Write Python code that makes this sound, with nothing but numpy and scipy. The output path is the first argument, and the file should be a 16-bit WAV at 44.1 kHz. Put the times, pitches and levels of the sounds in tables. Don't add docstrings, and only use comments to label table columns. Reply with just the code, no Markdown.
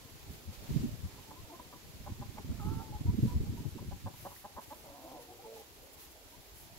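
import sys
import numpy as np
from scipy import signal
from scipy.io import wavfile
from scipy.ndimage import uniform_filter1d

SR = 44100
rng = np.random.default_rng(int(sys.argv[2]) if len(sys.argv) > 2 else 0)


def bounce(signal):
    frames = np.transpose(np.atleast_2d(signal))
    limited = np.clip(frames, -1, 1)
    pcm = np.round(limited * 32767).astype(np.int16)
    wavfile.write(sys.argv[1], SR, pcm)


def gain_from_db(level_db):
    decades = np.asarray(level_db, float) / 20
    return 10 ** decades


N = 299350

# freq_hz, density_db (per Hz)
HUM_COLOUR = [(18, -55), (30, -19), (60, 2.5), (87, -33), (155, -15), (194, -38), (243, -11.5), (272, -13),
              (617, -12), (1400, -28.5), (1820, -60), (3080, -120)]
HUM_DB = -62.5
# start_s, level_db
BREEZE = [(0, 2.5), (1, 3), (2, -1), (3, 3.5), (4, -5.5), (4.8, 2.5), (5.7, 1.5), (6.79, 0)]

# freq_hz, density_db (per Hz)
LEAVES_COLOUR = [(760, 2), (1300, -3), (2180, -1), (4670, -1.5), (5810, -4), (7230, -3.5), (8440, -10.5),
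                 (9000, -15), (11700, -19), (19800, -120)]
# freq_hz, density_db (per Hz)
GRASS_COLOUR = [(5290, -5), (9000, -5.5), (9940, 0), (11800, 3), (15100, 0), (15800, 1.5)]
# peak_s, length_s, leaves_db, grass_db
SWISHES = [(0.337, 0.11, 2, 3.5), (0.545, 0.078, 3, 3.5), (.76, 0.41, 3.5, 4), (1.103, 0.56, 1, 0.5),
           (2.7, .4, 0.5, 1.5), (3.266, 0.21, 2.5, 3.5), (3.6, .08, 0, 3), (3.703, 0.071, 0, 3.5),
           (4.227, 0.24, 2, 7), (4.366, 0.18, 0.5, 6.5), (4.63, 0.06, 3, 5), (4.755, 0.3297, 1, 4),
           (5.06, 0.17, 0.5, 2.5), (5.23, 0.079, 2.5, 4), (5.58, 0.16, 3, 4), (5.84, .06, -0.5, 3),
           (5.94, .04, 0.5, 6), (6.026, 0.14, 2.5, 7.5), (6.12, 0.033, 1, 5), (6.32, .12, 1, 1.5),
           (6.485, 0.087, 0.5, 2.5), (6.608, 0.1746, 1, 7), (6.775, 0.031, 2.5, 4)]
LEAVES_DB, GRASS_DB = -62.5, -65.5
SETTLE_DB_PER_S = -0.2
LEAVES_PER_DB = 0.06

# start_s, level_db, pan_db (left over right)
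WIND = [(0, -53.5, -5), (.12, -59, 11), (.3, -53, -2), (.5, -61, -1), (.67, -49, -3), (.75, -32, -12),
        (.92, -46.5, -2), (1.2, -55.5, -7.5), (1.76, -59, 8.5), (2.12, -48.5, 0.5), (2.55, -42.5, -4.5),
        (2.8, -41.5, -22), (2.89, -48.5, 13.5), (3.3, -37, -2), (4.15, -52, 2.5), (4.4, -67.5, 15),
        (6.2, -70.5, 13), (6.79, -60.5, 3)]
# freq_hz, density_db (per Hz)
WIND_COLOUR = [(12, -50), (25, -23), (55, 3), (130, -2.5), (200, -8), (260, -8.5), (330, -10), (420, -12),
               (600, -41), (1000, -71)]
BRIGHT_DB, DULL_PER_DB = -3, 0.33
# peak_s, peak_db, pitch_hz, pan_db (left over right), length_s
BUFFETS = [(.305, -37.5, 70, -1, .04), (.49, -37.5, 86, 6, .064), (.711, -27.5, 146, 5, .022),
           (.767, -25, 142, -13.5, .033), (.847, -27.5, 235, -1, 0.051), (.941, -44, 122, 17, 0.055),
           (1.051, -31.5, 85, 4, .063), (2.124, -34, 84, -5, 0.029), (2.293, -43, 101, -18, 0.031),
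           (2.51, -31, 83, -3, 0.045), (2.69, -36, 98, -13, 0.055), (3.014, -28.5, 127, -5, 0.016),
           (3.06, -26, 95, 0, 0.027), (3.094, -19.5, 92, 0, 0.046), (3.145, -33.5, 229, -9, 0.032),
           (3.19, -28, 212, -10.5, 0.038), (3.236, -18.5, 126, 1, 0.0309), (3.257, -23, 210, 2, 0.023),
           (3.365, -22, 72.3, 1, 0.059), (3.512, -38, 86, -8, .03), (3.664, -34.5, 134, 17, 0.037),
           (3.824, -35, 120, 7.5, 0.033), (3.889, -33.5, 87.5, 2, 0.035), (4.065, -35.5, 101, 0, .079)]
EDDIES_PER_S, EDDY_DB, EDDY_HZ, EDDY_PAN_DB, EDDY_CYCLES = 16, 7, 110, 15, 3.6

# start_s, peak_db, ring_hz
PECKS = [
    (2.384, -47, 2160),
    (2.518, -51, 1400),
    (4.363, -48, 1900),
]
PECK_T60_S = 0.023

# start_s, length_s, pitch_hz, level_db, throat_hz
NOTES = [(1.265, 0.092, 293.3, -57, 835), (1.347, 0.084, 343, -61, 1000), (1.445, 0.028, 317, -62, 920),
         (1.493, 0.04, 298, -54.5, 905), (1.513, 0.036, 346, -53, 740), (1.524, 0.04, 349, -54.5, 1100),
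         (1.743, 0.028, 330, -60.5, 1000), (2.789, 0.049, 399, -53, 800), (2.916, 0.066, 419, -50.5, 834),
         (3.062, 0.054, 483, -55, 950), (3.265, 0.084, 484, -54.5, 1006), (3.434, 0.053, 407, -64, 820),
         (3.567, 0.038, 474, -57, 932.1), (5.032, .051, 329, -53.5, 663), (5.126, 0.055, 328, -57, 330),
         (5.186, 0.046, 472, -59, 930), (5.276, 0.06, 366, -55.5, 756), (5.388, 0.03, 388.7, -55, 788),
         (5.436, 0.043, 445, -55.5, 897.7), (5.52, 0.03, 595.5, -53, 580), (5.56, 0.023153, 426, -57, 853),
         (5.594, 0.028, 403, -59, 809), (6.315, 0.048, 476, -62, 990)]
NOTE_RISE = 0.052
# start_s, pitch_hz, second_overtone_db, third_overtone_db
WHINE = [
    (2.594, 449, -61, -57),
    (2.625, 397, -53, -59),
    (2.659, 426, -56, -61),
    (2.72, 445.5, -54.5, -57),
    (2.82, 440, -54, -62.5),
    (2.85, 442.3, -60.5, -81),
    (2.916, 425.6, -60, -80),
]

# start_s, level_db, pulse_rate_hz, throat_hz, beak_open_db
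CROON = [
    (4.835, -55.5, 148.7, 733, 6),
    (5.021, -56.5, 133.2, 687, 0),
    (5.16, -50.5, 123.8, 750, 0),
    (5.19, -51.5, 120.9, 490, -8),
    (5.27, -66, 119.7, 420, -16),
    (5.33, -57, 119.5, 426, -17),
    (5.41, -66, 119.1, 438, -17),
    (5.46, -51, 114.7, 458, -12.5),
    (5.63, -56, 109.2, 440, -8),
]
CROON_ROUGH, ROUGH_PER_DB = .47, .014

# strongest_pulse_s, peak_db, throat_hz, pulse_rate_hz, length_s
CLUCKS = [(1.184, -52.5, 880, 193, 0.036), (1.314, -43, 845, 183, .016), (1.598, -39.5, 1005, 314, 0.014),
          (1.736, -43.5, 1130, 258, 0.02), (2.075, -38, 770, 201.4, .024),
          (2.225, -39.5, 830, 197.4, 0.029), (2.383, -37, 833, 213, 0.024), (2.519, -58, 920, 197, .022),
          (3.646, -52.5, 840, 198, 0.027), (3.789, -44, 895, 186, .022), (3.825, -50, 600, 189, 0.014),
          (3.923, -40.5, 764, 193, .025), (4.073, -37.5, 840, 189, 0.025), (4.143, -51.5, 900, 184, 0.015),
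          (4.263, -36, 790, 191.6, 0.026), (4.318, -44.5, 910, 193, 0.031),
          (4.452, -38.5, 835, 203.7, 0.028), (4.582, -36.5, 920, 212, .034),
          (4.723, -39.5, 890, 301.4, 0.038)]
# freq_hz, width_hz, level_db
CLUCK_THROAT = [(270, 150, -8), (590, 170, -4.5), (980, 140, -6), (1450, 260, -19)]
SWELL_SHARE = 0.5


def evened(x):
    return x / np.sqrt(np.mean(x ** 2) + 1e-20)


def read(points, hz):
    f, value = np.transpose(points)
    return np.interp(np.log(hz + 1), np.log(f + 1), value, -90, -90)


def curves(rows, t):
    s, *columns = np.transpose(rows)
    return [np.interp(t, s, c) for c in columns]


def sides(pan_db):
    halves = np.array([.5 * pan_db, -.5 * pan_db])
    return gain_from_db(halves.reshape(2, -1))


def add(mix, s, sound):
    part = mix[:, max(round(s * SR), 0):][:, :sound.shape[-1]]
    part += sound[..., :part.shape[1]]


def resonate(x, hz, width):
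    turn = np.exp(2j * np.pi * np.cumsum(hz * np.ones(len(x))) / SR)
    r = np.exp(-np.pi * abs(width) / SR)
    return 2 * (turn * signal.lfilter([1 - r], [1, -r], x / turn)).real


def steep(x, hz, width):
    return resonate(resonate(x, hz, width), hz, width)


def noise(colour, same, patchy_db, flicker_db, size, tilt_db=0):
    hop = size // 4
    frames, hz = N // hop + 5, np.fft.rfftfreq(size, 1 / SR)
    a, b, c, d, patches = rng.standard_normal((frames, len(hz), 5)).T
    patches = uniform_filter1d(patches, 5, 0)
    patches = evened(uniform_filter1d(patches, 12, 1))
    flicker = evened(uniform_filter1d(rng.standard_normal((2, 1, frames)), 3))
    same = np.clip(same, 0, 1)
    left = a + 1j * b
    right = same * left + np.sqrt(1 - same ** 2) * (c + 1j * d)
    z = np.array([left, right])
    z *= gain_from_db(read(colour, hz)[:, None] + patchy_db * patches + flicker_db * flicker)
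    tilt = np.interp(np.arange(frames) * hop, np.arange(N), tilt_db * np.ones(N))
    z *= gain_from_db(np.outer(hz > 280, tilt))
    return evened(signal.istft(z, nperseg=size, noverlap=size - hop)[1][:, :N])


def far_hum(t):
    level_db = HUM_DB + curves(BREEZE, t)[0]
    return gain_from_db(level_db) * noise(HUM_COLOUR, 0.64, 3.0, 1.0, size=2048)


def swishes(t):
    lift = np.zeros((2, N))
    for s, length, leaves_db, grass_db in SWISHES:
        bump = signal.windows.tukey(round(length * SR), .8)
        add(lift, s - length / 2, np.outer([leaves_db, grass_db], bump))
    return lift + np.array([[LEAVES_DB], [GRASS_DB]]) + SETTLE_DB_PER_S * t


def foliage(t, wind_db):
    leaves_db, grass_db = swishes(t)
    leaves_level = gain_from_db(leaves_db + 4.5 + LEAVES_PER_DB * (wind_db + 49))
    leaves = leaves_level * sides(-1.5) * noise(LEAVES_COLOUR, 0, 0.44, 0.82, size=512)
    grass_pan_db = -2.5 + 0.4884 * (grass_db + 64)
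    grass = gain_from_db(grass_db + 3.5) * sides(grass_pan_db) * noise(GRASS_COLOUR, 0, 1.6, 0.7, size=256)
    return leaves + grass


def wind_rumble(wind_db, pan_db):
    bright_db = BRIGHT_DB - DULL_PER_DB * (wind_db + 51.5)
    rumble = noise(WIND_COLOUR, 0.42, 2.1, 4.9, size=1024, tilt_db=bright_db)
    return gain_from_db(wind_db) * sides(pan_db) * rumble


def buffet(db, hz, pan_db, length):
    t = np.arange(round(max(length, .01) * SR)) / SR
    lead = rng.choice([-.13, .13]) * np.array([[1], [-1]])
    wave = np.cos(2 * np.pi * (hz * t + rng.random() + lead))
    eddy_hz = min(1.7 * hz, 260)
    eddy = steep(rng.standard_normal(len(t)), eddy_hz, 214)
    eddy = evened(steep(eddy, eddy_hz, 240))
    return gain_from_db(db) * (wave + 0.2 * eddy) * signal.windows.hann(len(t)) * sides(pan_db)


def gusts(wind_db):
    ports = np.zeros((2, N))
    when, size, pitch, pan = rng.random((round(EDDIES_PER_S * N / SR), 4)).T
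    at = (when * (N - 1)).astype(int)
    hz = EDDY_HZ * (pitch + .5)
    pan_db = EDDY_PAN_DB * (2 * pan - 1)
    eddies = zip(at / SR, wind_db[at] + EDDY_DB * size, hz, pan_db, EDDY_CYCLES / hz)
    for s, *row in [*BUFFETS, *eddies]:
        add(ports, s - row[-1] / 2, buffet(*row))
    return ports


def bushes(x):
    t = np.arange(round(.25 * SR)) / SR
    signs = rng.choice([-1., 1.], (2, len(t)))
    taps = signs * (rng.random((2, len(t))) < .04) * (t > .006)
    taps = taps * gain_from_db(-60 * t / .2)
    return signal.fftconvolve(x, taps / np.linalg.norm(taps[0]), axes=1)[:, :N]


def peck(db, hz):
    t = np.arange(round(PECK_T60_S * SR)) / SR
    return gain_from_db(db - 60 * t / PECK_T60_S) * np.sin(2 * np.pi * hz * t)


def syrinx(hz, rough, count, pulse_at=0):
    rough = np.clip(rough, 0, 1)
    wobble = evened(uniform_filter1d(rng.standard_normal(len(hz)), 200))
    turns = np.cumsum(hz * (1 + .12 * rough * wobble)) / SR
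    turns = turns - turns[pulse_at]
    pulses = sum(np.cos(2 * np.pi * k * turns) for k in range(1, count))
    air = uniform_filter1d(rng.standard_normal(len(hz)), 12)
    puffs = (.3 + np.exp(-(turns % 1) / .3)) * air
    return (1 - rough) * evened(pulses) + rough * evened(puffs)


def note(length, pitch_hz, db, throat_hz):
    count = round(max(length, .01) * SR)
    hz = pitch_hz * np.linspace(1 - NOTE_RISE / 2, 1 + NOTE_RISE / 2, count)
    drive = syrinx(hz, .27, count=4)
    voice = steep(drive, throat_hz, 170) + gain_from_db(-0.5) * steep(drive, 295, 93)
    return gain_from_db(db) * evened(voice) * signal.windows.tukey(len(hz), .5)


def whine():
    t = np.arange(WHINE[0][0], WHINE[-1][0], 1 / SR)
    hz, second_db, third_db = curves(WHINE, t)
    wobble, flutter = evened(uniform_filter1d(rng.standard_normal((2, len(t))), 400))
    turn = 2 * np.pi * np.cumsum(hz * (1 + .012 * wobble)) / SR
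    voice = gain_from_db(second_db) * np.sin(2 * turn) + gain_from_db(third_db) * np.sin(3 * turn)
    breath = evened(steep(rng.standard_normal(len(t)), 2.4 * hz, 700))
    voice = voice + gain_from_db(second_db - 9 - 25 * (t - t[0])) * breath
    return np.sqrt(2) * voice * gain_from_db(2.4 * flutter) * signal.windows.tukey(len(t), .04)


def croon():
    t = np.arange(CROON[0][0], CROON[-1][0], 1 / SR)
    db, hz, throat_hz, open_db = curves(CROON, t)
    drive = syrinx(hz, CROON_ROUGH + ROUGH_PER_DB * open_db, count=9)
    beak = gain_from_db(-5) * steep(drive, 290, 200)
    beak = beak + gain_from_db(-2) * steep(drive, 560, 320)
    beak = beak + gain_from_db(-7) * steep(drive, 870, 200)
    voice = steep(drive, throat_hz, 140) + gain_from_db(open_db) * beak
    voice = voice / np.sqrt(uniform_filter1d(voice ** 2, 1500))
    return gain_from_db(db) * voice * signal.windows.tukey(len(t), .03)


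def cluck(db, throat_hz, rate_hz, swell, fade):
    t = np.arange(-swell, fade + 0.0092, 1 / SR)
    moments = [-swell, .001 - swell, -.4 * swell, 0, .6 * fade, fade]
    effort = np.interp(t, moments, [0, .5, .6, 1, .7, 0])
    glide = 1 + .12 * np.clip(t / swell, -1, 1)
    drive = effort * syrinx(rate_hz * glide, .33, count=11, pulse_at=round(swell * SR) - 1)
    opening = 1 + .1 * np.clip(t / swell, -1, 0)
    voice = steep(drive, throat_hz * opening, 210)
    voice = voice + sum(gain_from_db(d) * steep(drive, f, w) for f, w, d in CLUCK_THROAT)
    return gain_from_db(db) * voice / abs(voice).max()


def flock():
    birds = np.zeros((2, N))
    for s, *row in PECKS:
        add(birds, s, peck(*row))
    for s, *row in NOTES:
        add(birds, s, note(*row))
    add(birds, WHINE[0][0], whine())
    add(birds, CROON[0][0], croon())
    for s, *row, length in CLUCKS:
        swell, fade = SWELL_SHARE * length, (1 - SWELL_SHARE) * length
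        add(birds, s - swell - .001, cluck(*row, swell, fade))
    birds[1] = gain_from_db(0.7) * np.roll(birds[1], 6)
    return birds


def scene():
    t = np.arange(N) / SR
    wind_db, wind_pan_db = curves(WIND, t)
    backdrop = far_hum(t) + foliage(t, wind_db)
    wind = wind_rumble(wind_db, wind_pan_db) + gusts(wind_db)
    birds = flock()
    echoes = gain_from_db(-10) * bushes(birds)
    return backdrop + wind + echoes + birds


def roll_off(x):
    return signal.sosfilt(signal.butter(12, 16780, fs=SR, output="sos"), x)


def record(dry):
    edge = signal.firwin(1023, 15790, window=("kaiser", 9), fs=SR)
    mix = signal.oaconvolve(dry, edge[None], "same")
    return roll_off(mix)


dry = scene()
out = record(dry)
bounce(out)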